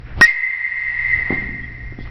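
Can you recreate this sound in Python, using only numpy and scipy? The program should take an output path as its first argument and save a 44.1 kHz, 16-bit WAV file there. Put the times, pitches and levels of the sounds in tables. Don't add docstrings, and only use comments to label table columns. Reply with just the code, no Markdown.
import sys
import numpy as np
from scipy import signal
from scipy.fft import rfft, irfft
from scipy.io import wavfile

SR = 44100
rng = np.random.default_rng(int(sys.argv[2]) if len(sys.argv) > 2 else 0)


def int16_out(signal):
    q = np.round(np.clip(np.atleast_2d(signal).T, -1, 1) * 32767)
    wavfile.write(sys.argv[1], SR, q.astype(np.int16))


N = 92610
T = np.arange(N) / SR
HIT_S = 0.2113


def amp(db):
    return 10 ** (np.asarray(db) / 20)


def noise(points):
    hz, db = np.transpose(points)
    freqs = np.fft.rfftfreq(N, 1 / SR)
    gains = amp(np.interp(np.log(freqs + 1), np.log(hz), db))
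    shaped = irfft(rfft(rng.standard_normal(N)) * gains, N)
    return shaped / np.sqrt(np.mean(shaped ** 2) + 1e-20)


def envelope(start_s, rise_s, hold_s, fade_s):
    rise = np.clip((T - start_s) / rise_s, 0, 1)
    return rise * amp(-60 * np.maximum(T - start_s - hold_s, 0) / fade_s)


def lag(x, seconds):
    kept = np.exp(-1 / (seconds * SR))
    return signal.lfilter([1 - kept], [1, -kept], x)


def bat():
    # pitch_hz, level_db
    crack_tone = [(100, -13.5), (390, 3.5), (660, -12.5), (1050, 3.5), (1330, -2.5), (1630, 2),
                  (2400, -2.5), (4000, -19.5), (5500, -17)]
    # pitch_hz, level_db, fade_s
    vibrations = [(390, 18, 0.023), (1051, 23, 0.02), (1249, 10.5, .13), (1414, 12.5, 0.11),
                  (1630, 24, 0.023), (2522, 0.5, 0.42)]
    # start_s, pitch_hz, level_db, rise_s, hold_s, fade_s
    pings = [(0.214, 1883, 26.5, 0.0035, 0.034, 0.054), (0.274, 2102, 14.5, 0.0041, 0.022, 0.1),
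             (0.426, 2044, 10, 0.0072, .02, 0.17), (1.03, 2053, -16, 0.017, 0.099, 0.54),
             (1.323, 2095, -20, .008, 0.022, 0.095)]
    out = amp(21) * noise(crack_tone) * envelope(HIT_S, rise_s=0.0001, hold_s=0.0029, fade_s=0.015)
    for hz, db, fade_s in vibrations:
        out += amp(db) * np.sin(2 * np.pi * hz * (T - HIT_S)) * envelope(HIT_S, 0.001, 0, fade_s)
    for start_s, hz, db, rise_s, hold_s, fade_s in pings:
        note = np.sin(2 * np.pi * hz * (T - start_s))
        out += amp(db) * note * envelope(start_s, rise_s, hold_s, fade_s)
    return out


def hall():
    # pitch_hz, level_db
    splash_tone = [(200, -9.5), (700, -3.5), (1500, -8), (2500, 11), (3100, -5.5), (5200, -0.5),
                   (5800, -13.5)]
    # pitch_hz, level_db
    wash_tone = [(200, -17.5), (500, -22.5), (950, -5), (1450, -8), (1750, 4.5), (2250, 0.5), (2620, -1.5),
                 (3000, -15.5), (4300, -18.5), (5500, -29.5)]
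    # pitch_hz, level_db
    ring_tone = [(1600, -46.5), (1835, -19.5), (1878, 2), (1935, -0.5), (1965, -11.5), (2020, -4),
                 (2046, 2.5), (2070, -6), (2098, 5), (2145, -23.5), (2300, -51)]
    splash = amp(2) * noise(splash_tone) * envelope(HIT_S, rise_s=0.017, hold_s=0.033, fade_s=0.26)
    wash = amp(-9.5) * noise(wash_tone) * envelope(HIT_S, rise_s=0.02, hold_s=0, fade_s=2.173)
    ring = amp(7) * noise(ring_tone) * envelope(HIT_S + 0.032, rise_s=0.016, hold_s=0, fade_s=2.13)
    return splash + wash + ring


def thuds():
    # start_s, level_db, pitch_hz, rise_s, slap_db (compared with the wobble)
    blows = [(1.305, -6, 265, 0.0014, -12), (1.3135, -19.5, 300, 0.0019, -14),
             (1.3182, -21, 770, .003, -12.5), (1.3252, -9.5, 269, 0.0019, -21),
             (1.331, -23.5, 330, 0.0012, -19.5), (1.336, -18, 220, .002, -15.5),
             (1.42, -23.5, 230, 0.0052, -14.5), (1.449, -28, 240, 0.0023, -17.5),
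             (1.488, -24, 220, 0.0037, -23), (1.538, -31, 200, 0.006, -19.5),
             (1.832, -21.5, 50, 0.0044, -35), (1.913, -25, 60, 0.0041, -34),
             (1.923, -28.5, 320, 0.0024, -17), (1.987, -19.5, 220, 0.0022, -20),
             (2.008, -25, 202, 0.0019, -21)]
    # pitch_hz, level_db
    slap_tone = [(200, -3.5), (700, 12.5), (1300, -1.5), (2500, -22.5), (5500, -28.5)]
    out, slap = np.zeros(N), noise(slap_tone)
    for start_s, db, hz, rise_s, slap_db in blows:
        age = np.maximum(T - start_s, 0)
        swell = (age / rise_s) ** 2 * np.exp(2 * (1 - age / rise_s))
        out += amp(db) * swell * (np.sin(2 * np.pi * hz * age) + amp(slap_db) * slap)
    dull = signal.lfilter(*signal.butter(1, 222, fs=SR), out)
    tail = rng.standard_normal(N) * envelope(0.0046, rise_s=0.0042, hold_s=0, fade_s=1.42)
    echo = signal.fftconvolve(dull, tail / np.linalg.norm(tail))[:N]
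    return out + amp(-3.5) * echo


def rushes():
    # middle_s, half_length_s, level_db, pitch_hz, width_octaves
    swells = [(0.106, 0.058, -43.5, 1720, 0.47), (0.106, 0.037, -45.5, 356, 1.1),
              (0.195, 0.025, -19, 61.5, 0.62), (0.203, 0.033, -32, 232, 1.88), (1.165, 0.03, -30, 55, 0.54),
              (1.194, 0.034, -40.5, 320, 1.4), (1.325, 0.062, -37.5, 900, 1), (1.337, .035, -53, 3440, .5),
              (1.418, 0.08, -44.5, 1000, 1), (1.64, 0.023, -55.5, 3300, .05),
              (2.02, 0.03, -54, 3400, 0.051), (2.029, 0.036, -53.5, 3770, 0.67),
              (2.071, 0.021, -43.5, 1010, 1.02)]
    out, freqs = np.zeros(N), np.geomspace(15, SR / 2, num=200)
    for middle_s, half_length_s, db, hz, octaves in swells:
        band_db = -10 * np.log10(np.e) * (np.log2(freqs / hz) / octaves) ** 2
        swell = np.exp(-((T - middle_s) / half_length_s) ** 2)
        out += amp(db) * noise(np.c_[freqs, band_db]) * swell
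    return out


def background():
    # pitch_hz, level_db
    rumble_tone = [(15, -1.5), (35, -1), (65, -5), (95, -15.5), (200, -20.5), (350, -27.5), (700, -37.5),
                   (1300, -37), (2000, -32), (3000, -46.5), (5400, -50)]
    # pitch_hz, level_db
    hum_notes = [(59.8, -40), (120, -39.5), (240, -58), (716, -62), (5420, -72), (5588, -79)]
    hum = sum(amp(db) * np.sqrt(2) * np.sin(2 * np.pi * (hz * T + rng.random())) for hz, db in hum_notes)
    return amp(-33) * noise(rumble_tone) + hum


def scene():
    return (bat() + hall() + thuds() + rushes() + background())[None]


def gain_control(x, block=64):
    limit_db, deepest_cut_db = -0.5, 26.5
    first_second_db, recovery_curve = 33, 1.66
    peaks = abs(x[:N // block * block]).reshape(-1, block).max(1)
    times = (np.arange(len(peaks)) + 0.5) * block / SR
    over_db = np.clip(20 * np.log10(peaks + 1e-9) - limit_db, 0, deepest_cut_db)
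    age = times[:, None] - times
    recovered_db = first_second_db * abs(age) ** recovery_curve
    cut_db = np.maximum((over_db - recovered_db) * (age >= 0), 0).max(1)
    return x * amp(-lag(np.interp(T, times, cut_db), seconds=0.0017))


def record(dry):
    ceiling, overshoot_ceiling = 0.76, 0.78
    treble_hz, top_hz = 5650, 15800
    x = gain_control(dry[0])
    drift = 0.57 * lag(1.0 * (abs(x) > ceiling), seconds=0.061)
    x = x + drift - lag(drift, seconds=0.032)
    treble_filter = signal.firwin(161, treble_hz, window=("kaiser", 8), fs=SR)
    coarse = signal.resample_poly(x, 1, 4, window=treble_filter)
    coarse = np.clip(coarse, -ceiling, ceiling)
    x = signal.resample_poly(coarse, 4, 1, window=treble_filter)[:N]
    x = np.clip(x, -overshoot_ceiling, overshoot_ceiling)
    top_filter = signal.firwin(511, top_hz, window=("kaiser", 9), fs=SR)
    return signal.oaconvolve(x, top_filter, "same")[None]


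dry = scene()
out = record(dry)
int16_out(out)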